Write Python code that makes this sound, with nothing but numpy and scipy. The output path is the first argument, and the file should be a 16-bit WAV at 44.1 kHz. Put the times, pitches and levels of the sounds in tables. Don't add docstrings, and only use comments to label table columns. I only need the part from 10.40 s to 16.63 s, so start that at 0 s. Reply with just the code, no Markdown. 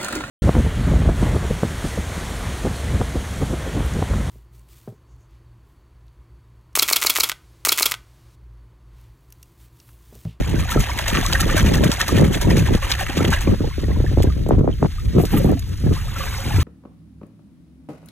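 import sys
import numpy as np
from scipy import signal
from scipy.fft import rfft, irfft, next_fast_len
from scipy.io import wavfile
from scipy.ndimage import uniform_filter1d

SR = 44100
rng = np.random.default_rng(int(sys.argv[2]) if len(sys.argv) > 2 else 0)


def log_audio(samples):
    frames = np.atleast_2d(samples).T
    limited = np.clip(frames, -1, 1)
    pcm = np.round(limited * 32767).astype(np.int16)
    wavfile.write(sys.argv[1], SR, pcm)


N = 274743
TIME = np.arange(N) / SR
FFT_SIZE = next_fast_len(N + 8192)
FREQS_HZ = np.maximum(np.arange(FFT_SIZE // 2 + 1) * SR / FFT_SIZE, 1)
CUTOFF_HZ = 15800

# middle t/s, level/dB, length/s, extra treble/dB
HAND_SLAPS = [(0.19, -37, 0.011, 4), (0.308, -30, 0.012, 8.5), (0.404, -24.5, 0.0054, 5),
              (0.495, -37, 0.14, -8), (0.589, -22.5, 0.0048, 1), (0.68, -20.5, 0.0075, 2.5),
              (0.75, -21, 0.014, -14), (0.77, -29, 0.014, -31), (0.813, -24, 0.0054, -8),
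              (0.848, -34.5, 0.059, 10.5), (0.928, -16.5, 0.0056, -2), (1.005, -24, 0.0099, 6),
              (1.093, -24, 0.019, -11), (1.172, -19.5, 0.013, 0.5), (1.268, -25, 0.013, -3),
              (1.342, -24, 0.011, 1), (1.441, -21, 0.007, -4), (1.522, -29.5, 0.017, 6),
              (1.601, -25.5, 0.017, 0.5), (1.682, -23, 0.009, 1.5), (1.771, -25, 0.019, -5),
              (1.847, -25.5, 0.006, 0.5), (1.941, -24.5, 0.014, -1.5), (2.017, -24, 0.013, -0.5),
              (2.105, -25.5, 0.013, -2), (2.17, -24.5, 0.0039, 1), (2.177, -28.5, 0.029, 0.5),
              (2.261, -25, 0.02, -8.5), (2.34, -29.5, 0.024, -2), (2.433, -26.5, 0.026, -6),
              (2.505, -22, 0.016, -1.5), (2.598, -24.5, 0.016, -2.5), (2.685, -22.5, 0.0058, -27),
              (2.774, -28, 0.013, 1), (2.846, -21.5, 0.0087, -16), (2.931, -19, 0.012, -8),
              (3.015, -32.5, 0.02, 5)]
# middle t/s, level/dB, length/s, extra treble/dB
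BASKET_SLOSHES = [(4.794, -34.5, 0.021, -6), (4.91, -36, 0.035, -12), (4.94, -32, 0.035, -29),
                  (4.972, -31, 0.012, -15), (5.033, -47, 0.021, 2), (5.09, -37.5, 0.016, -15),
                  (5.753, -38.5, 0.092, -27)]
# f/Hz, level/dB
SPLASH_SPECTRUM = [(250, -10), (600, 1.5), (1000, -12), (1400, -3), (1800, 6), (2200, -0.5), (2900, -0.5),
                   (4000, -0.5), (5300, -6.5), (6300, -2), (7600, -10), (9200, -5), (11000, -9),
                   (15500, -13)]
# t/s, level/dB, centre f/Hz
AIR_CRACKS = [(0.319, -15, 2500), (0.59, -7, 2680), (0.6803, -10, 4450), (0.701, -13, 2600),
              (0.7505, -15, 2570), (0.7705, -8, 2200), (0.863, -9.5, 4960), (0.926, -17, 3600),
              (0.932, -6, 3850), (0.9544, -13, 2200), (1.0077, -9.5, 4160), (1.0153, -10.5, 5600),
              (1.34, -14, 3800), (1.354, -15, 4230), (1.4373, -12, 3280), (1.5168, -6, 4830),
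              (1.614, -5, 4050), (1.9457, -14, 2570), (2.0137, -15.5, 4570), (2.1663, -15, 2280),
              (2.188, -22, 1890), (2.35, -14, 3700), (2.5161, -3.5, 3670), (2.521, -7, 3220),
              (2.6653, -17, 1810), (2.778, -14.5, 3860), (2.85, -11.5, 2620), (2.905, -20, 5540),
              (2.9358, -14.5, 3000), (3.008, -21, 5530), (4.855, -24, 4400), (4.9735, -19, 2470)]
# t/s, level/dB
CHURN_LEVEL = [(0.0, -30), (0.76, -31.5), (1.53, -30.5), (2.23, -38), (2.82, -30.5), (3.1, -43.5)]
# start t/s, end t/s
HAND_OUT_S = [3.0, 3.11]
# start t/s, end t/s
BASKET_IN_S = [4.3, 4.8]
# t/s, level/dB
FLOW_LEVEL = [(3.0, -26), (3.14, -40), (3.72, -40.5), (4.03, -44), (4.16, -48.5), (4.28, -51.5),
              (4.41, -42.5), (4.75, -43), (4.97, -36), (5.12, -44.5), (5.3, -43), (5.5, -42.5),
              (5.55, -35.5), (5.73, -43), (5.79, -33), (6.0, -35.5), (6.23, -32)]
# f/Hz, level/dB
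TRICKLE_SPECTRUM = [(400, -10), (750, -18), (1300, -6), (1900, -0.5), (2300, -4.5), (3200, -1.5), (4300, 1),
                    (5400, -1), (6300, -1), (7600, -7.5), (9200, -1.5), (11000, -5), (13000, -9),
                    (15500, -5.5)]
# t/s, level/dB
POUR_LEVEL = [(5.5, -66), (5.56, -45.5), (5.73, -43), (5.79, -39), (5.88, -39.5), (6.0, -38), (6.23, -39)]
# middle t/s, level/dB, length/s
WEAVE_JETS = [(4.82, -36, 0.021), (4.925, -38, 0.03), (4.977, -27, 0.0083), (5.054, -45, 0.048)]
# t/s, level/dB, starting f/Hz, climb/(share of the pitch per s)
BIG_BUBBLES = [(0.316, -21, 955, 4), (0.318, -14, 1267, 8.5), (0.373, -13.5, 1293, 1), (0.496, -17, 930, 6),
               (0.587, -18, 1850, 2), (0.594, -18, 593, 7.5), (0.686, -19, 640, 5), (0.702, -20, 850, 14),
               (0.751, -19, 1170, 5), (0.775, -14, 1200, -6), (0.851, -13.5, 1085, 4),
               (0.899, -18, 1340, 5), (0.949, -9, 1850, 1), (0.952, -8, 1550, 7.5), (1.005, -13.5, 1750, 6),
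               (1.026, -16, 1285, -6), (1.095, -15.5, 1193, 0.5), (1.102, -13, 1730, 10),
               (1.121, -16, 1820, 3), (1.165, -8.5, 610, 1.5), (1.178, -15, 2250, 4), (1.179, -25, 403, 5),
               (1.19, -15, 1290, 6), (1.345, -12.5, 1910, 0), (1.381, -18, 1730, -2), (1.435, -7, 624, -4),
               (1.607, -15, 1260, 2), (1.609, -6.5, 1800, 1), (1.691, -14.5, 1210, 1),
               (1.784, -15, 1810, 1), (2.02, -18, 565, 4), (2.046, -18.5, 896, 8), (2.104, -13, 1810, 4),
               (2.426, -18, 1076, 8), (2.608, -14, 734, 6), (2.664, -21, 1970, 2), (2.803, -17, 1260, 11),
               (2.847, -19, 2710, 6), (2.929, -7.5, 1592, 5), (2.928, -13, 1316, 8), (2.971, -18, 1700, -5),
               (3.075, -19.5, 1060, 10), (3.24, -21.5, 780, 12), (3.24, -11.5, 464, 1),
               (3.31, -28, 1030, 6), (3.328, -27.5, 2100, 7), (3.44, -27, 1880, 0), (3.51, -26, 1064, 0),
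               (3.516, -26, 1900, 9), (3.561, -26, 950, 8), (3.664, -20.5, 1760, 0), (3.869, -30, 1610, 1),
               (3.902, -27, 1240, -3), (4.3274, -27, 3170, -4), (4.5828, -27, 1200, 4.5),
               (4.76, -3, 342, 4.5), (4.796, -28, 1210, -2), (4.8, -12.5, 660, 5), (4.935, -14.5, 783, 4),
               (4.938, -6.5, 286, -0.5), (4.94, -22, 1260, 0), (4.959, -9.5, 320, -5.5),
               (4.97, -23, 1160, 1), (4.998, -11.5, 500, 8), (5.088, -16.5, 725, 3), (5.09, -28, 1130, 2),
               (5.107, -13, 380, 11), (5.149, -13.5, 264, 1.5), (5.17, -26, 686, -1),
               (5.467, -30.5, 1680, 2), (5.52, -30, 1250, -1), (5.562, -25, 1010, 12),
               (5.578, -27, 1230, -1), (5.683, -27, 1240, 3), (5.761, -18, 1360, -2),
               (5.797, -20.5, 540, -2), (5.806, -16, 1160, 1), (5.939, -20, 1465, 1.5),
               (6.108, -18, 834, 1.5)]
# t/s, level/dB, f/Hz, fade of the crack/s (a fade is a fall of 60 dB)
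DROPS_AND_TICKS = [(0.094, -17, 2800, 0.054), (0.201, -15, 2600, 0.044), (0.395, -15, 6500, .012),
                   (0.576, -14, 3400, .025), (0.932, -11, 7000, 0.015), (1.008, -15, 7000, 0.018),
                   (1.015, -13, 6500, .014), (1.228, -15, 7000, 0.013), (1.4432, -12, 7500, .012),
                   (1.6817, -15, 7000, .014), (1.9317, -14, 7000, .014), (2.014, -11, 7500, .012),
                   (2.5173, -11, 6500, .014), (2.904, -20, 6500, .012), (3.415, -23, 2940, 0.032),
                   (3.662, -24, 3300, 0.013), (3.779, -32, 6900, .012), (3.8236, -12, 3270, 0.022),
                   (3.8295, -21, 5340, 0.012), (3.831, -11, 2150, .045), (3.839, -36, 5940, .015),
                   (4.087, -24, 7400, 0.033), (4.092, -38, 6100, 0.022), (4.193, -32, 6600, .012),
                   (4.339, -29, 3000, .015), (4.8526, -14, 4000, .05), (4.9745, -26, 7050, .015),
                   (4.981, -24, 6900, .02), (4.9875, -22, 7540, 0.013), (5.044, -23, 7000, 0.013),
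                   (5.115, -21.5, 6600, .014), (5.1936, -15.5, 6800, .013), (5.197, -25, 7000, .012),
                   (5.2916, -26, 4260, 0.028), (5.538, -18, 3300, 0.024)]
# f/Hz, level/dB
RIGHT_GAIN = [(500, -1.5), (2000, 1.13), (4500, -0.75), (12000, 0.5)]
# f/Hz, phase/rad
RIGHT_LAG = [(20, 0), (280, 0), (450, 2.0), (600, 1.7), (750, 1.1), (950, .7), (1400, .1), (2300, .5),
             (3500, 1.2), (4900, 3.1), (5600, 4.3), (6500, 6.2), (7500, 6.4), (9000, 9.4), (9550, 9.5),
             (9800, 7.4), (11200, 9.4), (12500, 12.4), (13600, 12.6), (15300, 15.7)]
# start t/s, length/s, buffeting level/dB, rumble level/dB
GUSTS = [(0.0, 0.012, -18, -14), (0.084, 0.15, -23.5, -17), (0.358, 0.036, -14.5, -19),
         (0.388, 0.026, -29, -11), (0.733, 0.082, -27, -20), (0.91, 0.17, -26.5, -20),
         (1.143, 0.33, -21, -18), (1.23, 0.014, -45, -12), (1.726, 0.11, -21.5, -15),
         (1.816, 0.091, -15, -19.5), (1.956, 0.012, -19.5, -20), (2.055, 0.18, -18.5, -13.5),
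         (2.29, 0.06, -18.5, -17), (2.772, 0.15, -22.5, -16.5), (3.085, 0.049, -17.5, -10),
         (3.203, 0.056, -25, -18.5), (3.44, 0.3, -27, -18), (3.774, 0.12, -22.5, -11),
         (3.9, 0.18, -27, -26.5), (4.127, 0.079, -19.5, -9.5), (4.236, 0.096, -22.5, -19.5),
         (4.439, 0.0093, -15.5, -25), (4.656, 0.051, -32, -16.5), (4.76, 0.1, -19.5, -15),
         (4.932, 0.088, -19, -15), (5.048, 0.028, -15, -12), (5.105, 0.032, -18, -13.5),
         (5.305, 0.036, -27.5, -24.5), (5.439, 0.088, -22.5, -13), (6.058, 0.024, -27.5, -18),
         (6.138, 0.072, -28, -11.5)]
# f/Hz, level/dB
BUFFET_SPECTRUM = [(40, -12), (100, 2), (160, 8), (250, 2), (400, -3.5), (600, -10.5), (850, -30.5),
                   (1300, -24), (3000, -105)]
# f/Hz, likeness from 0 to 1
EDDY_LIKENESS = [(80, 1), (160, 0.94), (300, 0.026), (600, 0.0082)]
# t/s, level/dB, starting f/Hz
EDDY_POPS = [(0.14, -6.5, 584), (0.36, -2, 830), (0.389, -10, 535), (0.562, -18, 490), (0.726, -8, 524),
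             (0.784, -10.5, 515), (1.061, -7, 514), (1.144, -6.5, 734), (1.214, -17, 605), (1.244, -9, 770),
             (1.316, -9.5, 635), (1.356, -7.5, 535), (1.408, -8.5, 734), (1.434, -13, 750),
             (1.456, -5.5, 647), (1.491, -4, 630), (1.722, -6.5, 810), (1.757, -16, 900), (1.776, -5, 870),
             (1.795, -9.5, 1100), (1.821, -8.5, 1170), (1.907, -4.5, 704), (1.965, -10, 636),
             (2.071, -4, 730), (2.086, -3.5, 590), (2.115, -4, 645), (2.172, -4.5, 684), (2.307, -7, 640),
             (2.322, -7, 547), (2.696, -14.5, 567), (2.77, -6.5, 690), (2.806, -6, 800), (2.845, -7, 770),
             (2.877, -7.5, 630), (3.073, -3, 654), (3.091, -8, 594), (3.127, -0.5, 420), (3.205, -10, 520),
             (3.273, -14.5, 690), (3.38, -11, 653), (3.434, -13, 687), (3.483, -11, 700),
             (3.504, -11.5, 705), (3.522, -15, 420), (3.572, -14, 730), (3.601, -9, 670),
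             (3.641, -10.5, 724), (3.714, -13, 710), (3.732, -15, 604), (3.773, -4, 940), (3.802, -6, 1000),
             (3.841, -4, 764), (3.871, -8, 504), (4.063, -11.5, 920), (4.09, -8, 1010), (4.108, -2, 1460),
             (4.122, -3, 620), (4.139, -5.5, 524), (4.162, -15, 597), (4.181, -2.5, 626), (4.243, -9, 850),
             (4.276, -4, 1350), (4.291, -9.5, 690), (4.427, -5, 2020), (4.448, -0.5, 305),
             (4.447, -14.5, 1740), (4.799, -5.5, 870), (4.836, -5.5, 815), (5.045, -1.5, 730),
             (5.064, -7, 420), (5.121, -4, 830), (5.462, -3.5, 544), (5.513, -8, 566), (6.077, -15.5, 600),
             (6.183, -10, 525)]
# f/Hz, level/dB
RUMBLE_SPECTRUM = [(25, -22), (45, -2.5), (65, -5.5), (90, 1), (120, -4.5), (160, -12.5), (260, -29),
                   (500, -38), (1000, -135), (3000, -100)]
# t/s, level/dB
HEAVE_LEVEL = [(0.0, -23), (0.6, -31), (1.0, -20.5), (1.45, -21), (1.58, -32.5), (1.9, -22.5),
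               (2.35, -20.5), (2.45, -25), (2.72, -33), (3.0, -22), (3.35, -25.5), (3.78, -18), (4.5, -30),
               (4.7, -21.5), (5.25, -29), (5.9, -28.5), (6.2, -31)]
# f/Hz, level/dB
HEAVE_SPECTRUM = [(10, -32), (22, -9), (35, 1), (48, -9), (65, 6), (120, -71), (400, -90)]


def splashes(spray_db=-3, gulp_db=-6, fine_db=-11, hollow_db=-8, hollow_lag_s=0.0091):
    level, treble_db = splash_level()
    thrown = spray(SPLASH_SPECTRUM, treble_db + 3, per_s=9000, spread_db=2, clump_db=2, likeness=0.86)
    gulps = bubbles(count=2200, low_hz=861, high_hz=3300, cycles=28, rise=0.055, spread_db=0)
    fine = bubbles(count=2200, low_hz=3600, high_hz=10500, cycles=50, rise=.03, spread_db=7)
    hollow = bubbles(count=700, low_hz=260, high_hz=680, cycles=14, rise=.12, spread_db=2)
    splash = from_db(spray_db) * thrown + from_db(gulp_db) * gulps + from_db(treble_db + fine_db) * fine
    closing = np.interp(TIME - hollow_lag_s, TIME, level) * from_db(hollow_db)
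    return level * splash + closing * hollow


def splash_level(swell_share=0.36, tail_db=-14, tail_s=0.059):
    power, brightness = np.full(N, 1e-9), np.zeros(N)
    t = np.arange(-SR // 20, SR // 5) / SR
    for s, db, length, treble_db in HAND_SLAPS + BASKET_SLOSHES:
        burst = np.exp(-(t / (length * np.where(t < 0, swell_share, 1))) ** 2)
        tail = (t > 0) * from_db(tail_db) ** 2 * np.exp(-np.abs(t) / tail_s)
        shape = from_db(db) ** 2 * (burst + tail)
        add(power, s + t[0], shape)
        add(brightness, s + t[0], shape * treble_db)
    return np.sqrt(power), brightness / power


def cracks(fade_s=0.0096, swell_s=0.00042, width=1.45):
    out, t = np.zeros(N), np.arange(SR // 40) / SR
    for s, db, hz in AIR_CRACKS:
        burst = rng.standard_normal(len(t)) * from_db(-60 * t / fade_s) * (1 - np.exp(-t / swell_s))
        band = signal.butter(2, [hz / width, min(hz * width, SR / 3)], "band", fs=SR, output="sos")
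        snap = signal.sosfilt(band, burst)
        add(out, s, from_db(db) * snap / np.abs(snap).max())
    return out


def churning(froth_db=-3, glug_db=-5, fine_db=-11, foam_lag_s=0.0072):
    smooth_slaps = uniform_filter1d(splash_level()[0], size=SR // 16)
    surge = evened(smooth_slaps[None] + 0.0043, span_s=0.81)[0]
    surge = np.interp(TIME - foam_lag_s, TIME, surge)
    level = from_db(over_time(CHURN_LEVEL)) * surge * np.interp(TIME, HAND_OUT_S, [1, 0])
    foam = spray(SPLASH_SPECTRUM, treble_db=-2, per_s=5000, spread_db=3.5, clump_db=2.5, likeness=0.88)
    froth = bubbles(count=2800, low_hz=800, high_hz=3500, cycles=26, rise=.07, spread_db=5.2)
    glugs = bubbles(count=600, low_hz=480, high_hz=1000, cycles=12, rise=.1, spread_db=5)
    fine = bubbles(count=1800, low_hz=3600, high_hz=11000, cycles=70, rise=.03, spread_db=7)
    return level * (foam + from_db(froth_db) * froth + from_db(glug_db) * glugs + from_db(fine_db) * fine)


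def basket_water(fizz_db=2.5, drip_db=-2.5, glug_db=-7, strong_flow_db=-32):
    flow_db = over_time(FLOW_LEVEL)
    bubbling_db = flow_db + (flow_db - strong_flow_db)
    treble_db = np.interp(TIME, BASKET_IN_S, [-8, -5.5])
    fizz = spray(TRICKLE_SPECTRUM, treble_db, per_s=7300, spread_db=1, clump_db=-0.5, likeness=0.99)
    drips = bubbles(count=2600, low_hz=1000, high_hz=3000, cycles=32, rise=.03, spread_db=4.3)
    glugs = bubbles(count=900, low_hz=700, high_hz=1400, cycles=24, rise=.02, spread_db=3.5)
    bubbling = from_db(drip_db) * drips + from_db(glug_db) * glugs
    water = from_db(flow_db + fizz_db) * fizz + from_db(bubbling_db) * bubbling
    return water * np.interp(TIME, HAND_OUT_S, [0, 1])


def pouring(gurgle_db=-2, patter_db=-2, mist_db=-4):
    gurgle = bubbles(count=1500, low_hz=420, high_hz=1100, cycles=26, rise=.04, spread_db=2.5)
    patter = bubbles(count=6000, low_hz=1100, high_hz=4000, cycles=34, rise=.04, spread_db=4.5)
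    mist = bubbles(count=5000, low_hz=5500, high_hz=15000, cycles=30, rise=.02, spread_db=4)
    level = from_db(over_time(POUR_LEVEL)) * (TIME > POUR_LEVEL[0][0])
    return level * (from_db(gurgle_db) * gurgle + from_db(patter_db) * patter + from_db(mist_db) * mist)


def jets(low_hz=8200, flicker_db=3):
    level = sum(from_db(db) * np.exp(-((TIME - s) / length) ** 2 / 2) for s, db, length in WEAVE_JETS)
    hiss = filtered(clicks(per_s=20000, spread_db=5), high_pass(low_hz, 8) * low_pass(CUTOFF_HZ, 12))
    return level * hiss / np.std(hiss) * from_db(flicker_db * drift(200))


def plops(gain_db=-1, typical_fade_s=0.037, typical_hz=1500, typical_swell_s=0.0012):
    out, t = np.zeros(N), np.arange(SR // 10) / SR
    for s, db, hz, climb in BIG_BUBBLES:
        age = t * np.sqrt(hz / typical_hz)
        shape = from_db(db + gain_db - 60 * age / typical_fade_s) * (1 - np.exp(-age / typical_swell_s))
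        add(out, s, shape * np.sin(2 * np.pi * hz * t * (1 + climb * t / 2)))
    return out


def ticks(crack_db=-4, ring_db=-8, ring_fade_s=0.0055):
    out, t = np.zeros(N), np.arange(SR // 20) / SR
    for s, db, hz, crack_fade_s in DROPS_AND_TICKS:
        crack = np.diff(rng.standard_normal(len(t) + 1)) * from_db(crack_db - 60 * t / crack_fade_s)
        crack = signal.lfilter(*signal.butter(1, min(1.2 * hz, SR / 3), fs=SR), crack)
        ring = np.sin(2 * np.pi * hz * t) * from_db(ring_db - 60 * t / ring_fade_s)
        add(out, s, from_db(db) * (crack + ring))
    return out


def spray(spectrum, treble_db, per_s, spread_db, clump_db, likeness):
    drops = stereo(clicks(per_s, spread_db), clicks(per_s, spread_db), likeness)
    drops *= from_db(clump_db * drift(450))
    drops = evened(filtered(drops, from_db(over_frequency(spectrum))), span_s=0.048)
    treble = filtered(drops, high_pass(4300, 4))
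    finest = filtered(treble, high_pass(8500, 6))
    fine = (treble - finest) * from_db(3 * drift(160)) + finest * from_db(1.2 * drift(210))
    return (drops - treble) * from_db(2.6 * drift(120)) + fine * from_db(treble_db)


def bubbles(count, low_hz, high_hz, cycles, rise, spread_db):
    out = np.zeros((1, N))
    for when, pitch, life, rank in rng.random((count, 4)):
        hz = low_hz * (high_hz / low_hz) ** pitch
        fade_s = cycles * 2 ** (2 * life - 1) / hz
        age = np.arange(int(fade_s * SR * 2 / 3) + 2) / (fade_s * SR)
        phase = 2 * np.pi * hz * fade_s * age * (1 + rise * age / 2)
        shape = np.sqrt(hz / low_hz) * np.exp(-np.log(1000) * age) * phase / (phase + np.pi)
        gain = from_db(-spread_db * np.log(max(rank, .05)))
        add(out, when * N / SR, gain * shape * np.sin(phase))
    return evened(out, span_s=0.15)


def ledge_echo(sound, gain_db=-9, fade_s=0.1):
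    t = np.arange(SR // 8) / SR
    tail = rng.standard_normal((2, len(t))) * from_db(-60 * t / fade_s) * (t > .002)
    tail /= np.sqrt(np.sum(tail ** 2, axis=1, keepdims=True))
    return from_db(gain_db) * filtered(sound, rfft(tail, FFT_SIZE) * low_pass(3500, 2))


def wind(buffet_db=-0.55, buffet_flutter_db=4, rumble_db=-3, rumble_flutter_db=1.44):
    gust = gust_level(column=2, swell_s=0.026, fall_s=0.016, breeze_db=-44)
    gust *= from_db(buffet_db + buffet_flutter_db * drift(28))
    rumble_level = gust_level(column=3, swell_s=0.0049, fall_s=0.017, breeze_db=-25)
    rumble_level *= from_db(rumble_db + rumble_flutter_db * drift(15))
    heave = from_db(over_time(HEAVE_LEVEL)) * air_noise(HEAVE_SPECTRUM, likeness=0.91, span_s=0.155)
    rumble = rumble_level * air_noise(RUMBLE_SPECTRUM, likeness=0.73, span_s=0.053)
    return heave + rumble + buffeting(gust) + pops(gust)


def buffeting(gust, smear_cycles=1.902, smear_hz=150, brisk_db=-21, dulling=0.53):
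    lumps = [rfft(clicks(per_s=400, spread_db=3.3), FFT_SIZE) for port in range(2)]
    eddies = stereo(*lumps, over_frequency(EDDY_LIKENESS)) * from_db(over_frequency(BUFFET_SPECTRUM))
    smear = np.exp(-2j * np.pi * smear_cycles * np.log(1 + FREQS_HZ / smear_hz))
    buffet = evened(irfft(eddies * smear, FFT_SIZE)[:, :N], span_s=0.0326)
    slow = filtered(buffet, low_pass(368, 6))
    briskness = np.minimum(gust / from_db(brisk_db), 1) ** dulling
    return gust * (slow + briskness * (buffet - slow))


def pops(gust, gain_db=-2.5, cycles=2.213, decay_s=0.0076, wake_db=-16, wake_s=0.011):
    out, t = np.zeros((2, N)), np.arange(SR // 20) / SR
    eddies = EDDY_POPS + lesser_eddies(gust)
    dull_band = signal.butter(2, [120, 520], "band", fs=SR, output="sos")
    wake_shape = from_db(wake_db) * (t / wake_s) ** 2 * np.exp(1 - (t / wake_s) ** 2)
    for (s, db, hz), (skew, sweep, life) in zip(eddies, rng.uniform(-1.03, 1, (len(eddies), 3))):
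        turns = cycles * 1.35 ** sweep
        phase = 2 * np.pi * turns * np.log(1 + t * hz / turns)
        shape = (1 - np.exp(-(phase / 6) ** 2)) * np.exp(-(t / (decay_s * 1.3 ** life)) ** 2)
        snap = shape * np.sin(phase + .75 * skew * np.array([[1], [-1]]))
        wake = signal.sosfilt(dull_band, rng.standard_normal((2, len(t))))
        add(out, s, from_db(db + gain_db) * (snap + wake_shape * wake / np.std(wake)))
    return out


def lesser_eddies(gust, count=25, over_gust_db=-4, typical_hz=656):
    return [(when * N / SR, 20 * np.log10(gust[int(when * N)]) + over_gust_db,
             typical_hz * 2 ** (pitch - .5)) for when, pitch in rng.random((count, 2))]


def gust_level(column, swell_s, fall_s, breeze_db):
    power = from_db(breeze_db) ** 2
    for gust in GUSTS:
        start, length = gust[:2]
        outside = np.maximum(start - TIME, 0) / swell_s + np.maximum(TIME - start - length, 0) / fall_s
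        power = power + (from_db(gust[column]) * np.exp(-np.minimum(outside, 20))) ** 2
    return np.sqrt(power)


def air_noise(spectrum, likeness, span_s):
    noise = stereo(*rng.standard_normal((2, N)), likeness)
    return evened(filtered(noise, from_db(over_frequency(spectrum))), span_s)


def clicks(per_s, spread_db):
    sizes = from_db(spread_db * np.minimum(rng.exponential(1, N), 4)) * rng.choice([-1, 1], N)
    train = sizes * (rng.random(N) < per_s / SR)
    return train / np.std(train)


def drift(per_s):
    points = rng.standard_normal(32768)
    return np.interp(TIME * per_s, np.arange(len(points)), points) * np.sqrt(3 / 2)


def stereo(shared, apart, likeness):
    return np.sqrt((1 + likeness) / 2) * shared + np.sqrt((1 - likeness) / 2) * apart * [[1], [-1]]


def evened(sound, span_s):
    power = uniform_filter1d(np.mean(sound ** 2, axis=0), int(span_s * SR))
    return sound / np.sqrt(np.abs(power) + 1e-12)


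def from_db(db):
    return 10 ** (np.asarray(db) / 20)


def over_time(table):
    return np.interp(TIME, *np.transpose(table))


def over_frequency(table):
    hz, value = np.transpose(table)
    return np.interp(np.log(FREQS_HZ), np.log(hz), value)


def low_pass(hz, steepness):
    return 1 / (1 + (FREQS_HZ / hz) ** steepness)


def high_pass(hz, steepness):
    return 1 / (1 + (hz / FREQS_HZ) ** steepness)


def filtered(sound, gains):
    return irfft(rfft(sound, FFT_SIZE) * gains, FFT_SIZE)[..., :N]


def add(track, start_s, sound):
    at = int(np.clip(start_s * SR, 0, N - 1))
    track[..., at:at + sound.shape[-1]] += sound[..., :N - at]


def scene():
    left, right = (splashes() + cracks() + churning()
                   + basket_water() + pouring() + jets() + plops() + ticks())
    right = filtered(right, from_db(over_frequency(RIGHT_GAIN)) * np.exp(-1j * over_frequency(RIGHT_LAG)))
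    return np.array([left, right]) + ledge_echo(left) + wind()


def record(dry, ceiling=.85):
    rounded = dry / (1 + (dry / ceiling) ** 4) ** (1 / 4)
    return signal.sosfilt(signal.ellip(10, .1, 80, CUTOFF_HZ, fs=SR, output="sos"), rounded)


dry = scene()
out = record(dry)
log_audio(out)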